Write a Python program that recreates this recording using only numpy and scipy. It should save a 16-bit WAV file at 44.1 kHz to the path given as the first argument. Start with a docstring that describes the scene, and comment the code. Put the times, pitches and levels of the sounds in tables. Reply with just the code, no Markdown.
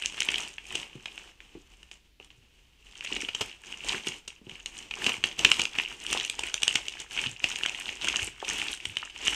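"""Plastic mailer bag opened on a rug

Hands pull at a plastic mailer bag, snip its end with scissors, tear it open and lift it.
Creases are short noise bursts through the film's colour; crackle is a swarm of tiny buckles,
and sliding fingers are wavering noise. Resonances of the boxed contents give a hollow rustle
and colour the soft bumps; a small room adds a brief noise tail and faint still air."""
import sys
import numpy as np
from scipy import signal
from scipy.fft import rfft, irfft
from scipy.io import wavfile
from scipy.ndimage import uniform_filter1d, minimum_filter1d

SR = 44100
rng = np.random.default_rng(int(sys.argv[2]) if len(sys.argv) > 2 else 0)


def write(x):
    x = np.atleast_2d(x).T
    wavfile.write(sys.argv[1], SR, np.round(np.clip(x, -1, 1) * 32767).astype(np.int16))


N = 412335  # samples

# creases and cuts that stand out of the rustle: start_s, level_db (crack alone, rms over 5 ms),
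# treble_db (gain above 5 kHz), length_ms (nominal)
CREASE_SNAPS = [(0.023, -30.5, 3, 0.15), (0.0595, -23, 3, 0.17), (0.178, -33, -36, 3),
                (0.205, -22, 15, 0.46), (0.22, -24, -6, .7), (0.287, -19, -14, 1.9),
                (0.3417, -23.5, -10, 1.7), (0.5818, -33.5, -28, 2), (0.7257, -36, -12, 2),
                (0.7526, -24, 6, 3.4), (1.0574, -31, -14, 1.6), (1.1779, -35.5, -14, 1.4),
                (1.4043, -44, -24, .8), (1.83, -46, 1, 1.1), (1.9138, -41, -4, 1.5),
                (2.1994, -45, -22, 0.74), (2.246, -50.5, 19, 1.4), (2.304, -48, -18, 0.63),
                (3.0084, -33.5, -7, 0.53), (3.047, -32.5, 6, 2.5), (3.163, -27.5, -26, 3.4),
                (3.214, -36, 26, 0.76), (3.2858, -27, -45, 3.8), (3.3483, -25, 4.5, 2.9),
                (3.4095, -24.5, 5.5, 6.8), (3.7256, -34, 3, 0.22), (4.0705, -27.5, -10, 3.3),
                (4.2776, -34, 18, 3.7), (4.495, -38, -1, 1.6), (4.6597, -30, 7, 0.9),
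                (4.9102, -29, -17, 2.6), (4.9382, -30.5, -9, 1.3), (5.043, -26.5, 8, 1.1),
                (5.0643, -17.5, 0, 4.2), (5.0916, -24, -22, 5.8), (5.14, -31.5, -33, 2.2),
                (5.2389, -16.5, -6, 2.2), (5.392, -24.5, 6, 1.1), (5.4478, -10.5, -0.5, 1.6),
                (5.4506, -13, -10, 1.7), (5.5162, -12, -4, 0.65), (5.594, -20, -14, 4),
                (5.617, -21.5, 8, 1), (5.6537, -23.5, -5, 0.67), (5.752, -32.5, -31, 4.4),
                (5.7851, -20, -15, 2.1), (5.798, -22.5, -29, 1.7), (6.1284, -22.5, 10, 1.7),
                (6.2488, -27.5, 15, 1.5), (6.2982, -25, 12.5, 1), (6.3923, -27, 11.5, 1.5),
                (6.4343, -27, -35, 3.7), (6.5417, -22, 6, 1.03), (6.6319, -18.5, 9.5, 1.7),
                (6.6796, -16, 0, 0.41), (6.755, -17, -1, 2.3), (6.883, -27, 2, 0.79),
                (7.0008, -35, 17, 1.5), (7.2626, -27.5, -29, .4), (7.4412, -17, -8, 2.4),
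                (7.5593, -28, -6, 0.36), (7.6344, -22.5, -4, 1), (7.6606, -21.5, -4, 0.78),
                (7.8896, -27, -18, 3), (8.084, -22.5, 8.5, 3.1), (8.1593, -21.5, -3, 1.1),
                (8.274, -34.5, -31, 5.7), (8.8537, -25.5, 1, 1.7), (8.969, -22.5, -12, 1.2),
                (9.2805, -18.5, -26, 1)]


def undb(db):
    """Decibels to gain."""
    return 10 ** (np.asarray(db) / 20)


def unit(x):
    """Scale to rms 1."""
    return x / np.sqrt(np.mean(x ** 2))


def add(track, start_s, sound):
    """Mix a sound in at start_s."""
    start = max(int(start_s * SR), 0)
    track[start:start + len(sound)] += sound[:N - start]


def ring(points, size=2048):
    """Minimum-phase impulse response of unit energy with the given (Hz, dB) colour."""
    hz, db = np.transpose(points)
    bins_hz = np.maximum(np.fft.rfftfreq(size, 1 / SR), 1)
    colour_db = np.interp(np.log(bins_hz), np.log(hz), db)
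    # fold the cepstrum onto positive time to make the response causal
    cepstrum = irfft(np.log(undb(colour_db)))
    cepstrum[1:size // 2] *= 2
    cepstrum[size // 2 + 1:] = 0
    response = irfft(np.exp(rfft(cepstrum)))
    return response / np.linalg.norm(response)


def through(x, response):
    """Let x excite a response."""
    return signal.oaconvolve(x, response)[:len(x)]


def treble(x, hz):
    """The part of x above hz, without delay."""
    return signal.sosfiltfilt(signal.butter(2, hz, "high", fs=SR, output="sos"), x)


def band(x, hz, octaves):
    """A resonance of the given width, gain 1 at its centre."""
    edges_hz = hz * 2 ** (np.array([-.5, .5]) * octaves)
    edges_hz = np.clip(edges_hz, 10, .49 * SR)
    return signal.sosfilt(signal.butter(1, edges_hz, "band", fs=SR, output="sos"), x)


def walk(rate_hz):
    """Smooth random wander of rms near 1: random steps under a moving average."""
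    step = int(SR / rate_hz)
    steps = np.repeat(rng.standard_normal(N // step + 1), step)
    return unit(uniform_filter1d(steps, step)[:N])


def still_air():
    """Faint steady air noise of the room."""
    # colour: pitch_hz, level_db
    air_colour = [(20, -9), (48, 3.5), (80, -11.5), (300, -22), (1000, -37), (3000, -25.5), (8000, -39.5),
                  (15000, -43.5)]
    return undb(-61.5) * through(rng.standard_normal(N), ring(air_colour, size=8192))


def film_sheet():
    """Impulse response of the plastic film, unit energy."""
    # colour: pitch_hz, level_db
    film_colour = [(150, -36.5), (600, -20.5), (1000, -18), (1400, -13), (2000, -8), (2500, -2.5),
                   (2950, 1), (3500, -11), (4400, -21), (6400, -17), (7800, -22.5), (8400, -21.5),
                   (9400, -31.5), (15500, -61)]
    return ring(film_colour)


def parcel():
    """Impulse response of the boxed parcel, unit energy: parallel resonances under a wide band-pass."""
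    # resonances: pitch_hz, width_octaves, level_db
    resonances = [(118, 0.37, 0.5), (154.3, 0.25, 0.5), (268, 0.95, 3), (361, 0.13, 3), (420, 0.18, -3.5),
                  (854, 0.73, -3.5), (1080, 1, -13)]
    tap = signal.unit_impulse(4096)
    response = sum(undb(db) * band(tap, hz, octaves) for hz, octaves, db in resonances)
    response = band(response, 330, octaves=11.3)
    return response / np.linalg.norm(response)


def effort():
    """How hard the film is worked, in dB: moves swell, hold and let go; after a snap the film settles."""
    # grabs, slides and pulls: full_s (when fully under way), effort_db,
    # attack_s (time to rise the last 20 dB), hold_s
    moves = [(0.033, -40.5, .1, 0.16), (0.308, -34.5, 0.6, 0.12), (0.768, -38, 0.19, 0.018),
             (0.918, -54, .2, .14), (1.194, -50.5, 0.33, 0.08), (1.515, -60, 0.27, 0.33),
             (2.44, -65, 0.34, .36), (3.089, -39.5, 0.24, 0.15), (3.415, -41, .2, 0.048),
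             (3.673, -45.5, 0.14, 0.084), (3.889, -30, 0.092, 0.039), (4.067, -36, 0.041, 0.013),
             (4.505, -51.5, 0.11, 0.099), (4.769, -44, 0.091, 0.052), (5.043, -31.5, 0.13, 0.041),
             (5.385, -34.5, 0.016, 0.23), (5.791, -43, 0.58, 0.13), (6.12, -33, 0.18, 0.085),
             (6.45, -38.5, 0.33, 0.024), (6.623, -37.5, 0.061, 0.16), (6.854, -44, 0.18, 0.16),
             (7.163, -33.5, 0.094, 0.087), (7.427, -39.5, 0.066, 0.5), (8.038, -33, 0.083, 0.17),
             (8.484, -33.5, 0.16, 0.22), (8.832, -46, 0.13, 0.25), (9.255, -30.5, 0.13, 0.15)]
    release_s = 0.14  # time to sink 20 dB once a hand lets go
    # level for a 0 dB snap, dB per dB of snap, time to sink 20 dB
    settle_db, settle_share, settle_s = -25, 0.69, 0.16
    t = np.arange(N) / SR
    work_db = np.full(N, -90.)
    for full_s, db, attack_s, hold_s in moves:
        before = np.maximum(full_s - t, 0) / attack_s
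        after = np.maximum(t - full_s - hold_s, 0) / release_s
        work_db = np.maximum(work_db, db - 20 * (before + after))
    for start_s, db, _, _ in CREASE_SNAPS:
        span = slice(int(start_s * SR), int((start_s + .5) * SR))
        settling_db = settle_db + settle_share * db - 20 * (t[span] - start_s) / settle_s
        work_db[span] = np.maximum(work_db[span], settling_db)
    return work_db


def folds(rate_hz, spread_db, shiver_s):
    """Tiny buckles at random moments, many weak and a few strong; each is a brief shiver of noise."""
    draw = rng.random(N) * SR / rate_hz
    happens = draw < 1
    power = np.zeros(N)
    strength_db = spread_db * np.minimum(-np.log(draw[happens]), 2.9)
    power[happens] = undb(strength_db) ** 2
    t = np.arange(512) / SR
    energy = through(power, t * np.exp(-t / shiver_s))
    return unit(np.sqrt(np.abs(energy)) * rng.standard_normal(N))


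def rustle(film, body):
    """Worked film crackles, fingers slide over it, and the parcel under it sounds hollow."""
    # hollow body, which thins as the parcel is lifted: time_s, relative_db
    hollow_levels = [(0, 0), (1, 6.5), (3.2, 3), (3.9, 3.5), (5.45, 7), (6.55, 2), (7.5, 3), (9.3, 0.5)]
    # extra body dB per dB that the touch is lighter than a firm grip
    light_touch_slope, firm_grip_db = 0.062, -34
    work_db = effort()
    hollow_db = np.interp(np.arange(N) / SR, *np.transpose(hollow_levels))
    hollow_db = hollow_db + light_touch_slope * (firm_grip_db - work_db)
    # broad folds pop low and slowly, fine wrinkles tick high
    crackle = np.zeros(N)
    for hz in np.geomspace(600, 10500, 7):
        fineness = hz / 3000
        pops = folds(rate_hz=105, spread_db=11.0 * fineness ** 0.064, shiver_s=0.00054 / np.sqrt(fineness))
        crackle += band(band(pops, hz, octaves=0.97), hz, octaves=0.97)
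    # some creases give way all along their length and sound at every pitch
    creases = folds(rate_hz=100, spread_db=5.5, shiver_s=0.00054)
    slide = rng.standard_normal(N) * undb(2 * walk(40))
    # a light touch mostly slides; a firm grip buckles the film
    grip = 1 / (1 + undb(-(work_db + 60)))
    buckling = undb(-0.5) * crackle + undb(-5.5) * creases
    drive = grip * buckling + (undb(-6.5) + 0.34 * (1 - grip)) * slide
    # the treble flickers
    bright = drive + undb(4.5 + 3.3 * walk(25)) * treble(drive, 7620)
    sheet = through(bright * undb(work_db - 1.5), film)
    hollow = (drive + undb(-5) * slide) * undb(work_db + hollow_db - 17.5)
    # the parcel drags over the rug with a low rumble
    rumble = band(band(slide, 49, octaves=1.1), 67, octaves=1.4)
    drag = unit(rumble) * undb(work_db - 23.5)
    return sheet + through(hollow, body) + drag


def snaps(film, body):
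    """A crease pops through with a click and a short shudder; longer ones shake the parcel more."""
    # a crease's own ring: pitch, its rise with the treble, gain
    fold_hz, fold_octaves_per_db, fold_ring_db = 2820, .012, -8
    out = np.zeros(N)
    t = np.arange(2048) / SR
    level_window = .005 * SR  # samples
    noises = rng.standard_normal((len(CREASE_SNAPS), len(t)))
    for (start_s, db, treble_db, ms), noise in zip(CREASE_SNAPS, noises):
        length_s = max(ms, .1) / 1000
        push = noise * np.sqrt(t) * np.exp(-t / (0.81 * length_s))
        push /= np.linalg.norm(push)
        push[0] += .25  # click
        crack = through(push, film)
        # tight creases are all treble, slack ones pop lower
        high = treble(crack, 5000)
        low = crack - treble(crack, 2620)
        low_db = min(-9 - 0.31 * treble_db, 2.5)
        crack = crack + (undb(treble_db) - 1) * high + (undb(low_db) - 1) * low
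        ring_hz = fold_hz * 2 ** (fold_octaves_per_db * treble_db)
        crack = crack + undb(fold_ring_db) * band(crack, ring_hz, octaves=0.39)
        thud = through(push, body)
        thud_gain = undb(-24 + 3.08 * ms)
        sound = crack / np.linalg.norm(crack) + thud_gain * thud / np.linalg.norm(thud)
        add(out, start_s, sound * undb(db) * np.sqrt(level_window))
    return out


def bumps(body, cycles, width_octaves):
    """Padded pushes through the parcel's resonances; the lower the push, the longer it lasts."""
    # soft knocks of hands and scissors on parcel and rug, and a low bump of the handled camera (8.222 s):
    # start_s, relative_db, push_hz (centre)
    knocks = [(0.954, -40.5, 174), (1.552, -42, 264), (2.2, -53, 480), (2.378, -54.5, 85),
              (3.118, -39.5, 288), (3.164, -39.5, 290), (3.232, -41.5, 260), (3.943, -39, 223),
              (4.07, -37, 196), (4.415, -52, 229), (4.469, -44, 186), (4.52, -50, 170), (5.065, -35.5, 253),
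              (5.181, -47, 115), (5.239, -41, 286), (5.45, -33.5, 270), (6.149, -34.5, 650),
              (6.169, -38, 1040), (6.391, -39, 790), (7.262, -36.5, 121), (8.222, -39.5, 63.5),
              (8.427, -35, 660), (8.868, -42.5, 87), (9.029, -38.5, 1570)]
    out = np.zeros(N)
    t = np.arange(8192) / SR
    noises = rng.standard_normal((len(knocks), len(t)))
    for (start_s, db, hz), noise in zip(knocks, noises):
        push = noise * np.exp(-t * hz / cycles)
        push[0] += np.linalg.norm(push)
        push = band(band(push, hz, width_octaves), hz, width_octaves)
        add(out, start_s, undb(db - 11.5) * unit(through(push, body)))
    return out


def room(x, t60_s, wet_db, gap_s):
    """Scattered echoes from nearby walls and furniture as decaying noise; the treble lasts slightly longer."""
    t = np.arange(SR // 2) / SR
    noise = rng.standard_normal(len(t))
    high = treble(noise, 3380)
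    fade = np.exp(-np.log(1000) * t / t60_s)
    onset = 1 - np.exp(-(t / gap_s) ** 2)
    tail = ((noise - high) * fade + high * fade ** 0.88) * onset
    return x + undb(wet_db) * through(x, tail / np.linalg.norm(tail))


def scene():
    """The bag and bumps in the room, over faint air noise."""
    film, body = film_sheet(), parcel()
    bag = rustle(film, body) + snaps(film, body) + bumps(body, cycles=4.3, width_octaves=1.47)
    return (room(bag, t60_s=0.18, wet_db=-10.5, gap_s=0.0068) + still_air())[None]


def record(dry):
    """A fast limiter holds the sharpest snaps at full scale; a low-pass then cuts the top."""
    top_hz = 15400
    gain = minimum_filter1d(1 / np.maximum(np.abs(dry), 1), size=65)
    limited = dry * uniform_filter1d(gain, size=65)
    return signal.sosfilt(signal.ellip(8, .2, 70, top_hz, fs=SR, output="sos"), limited)


dry = scene()
out = record(dry)
write(out)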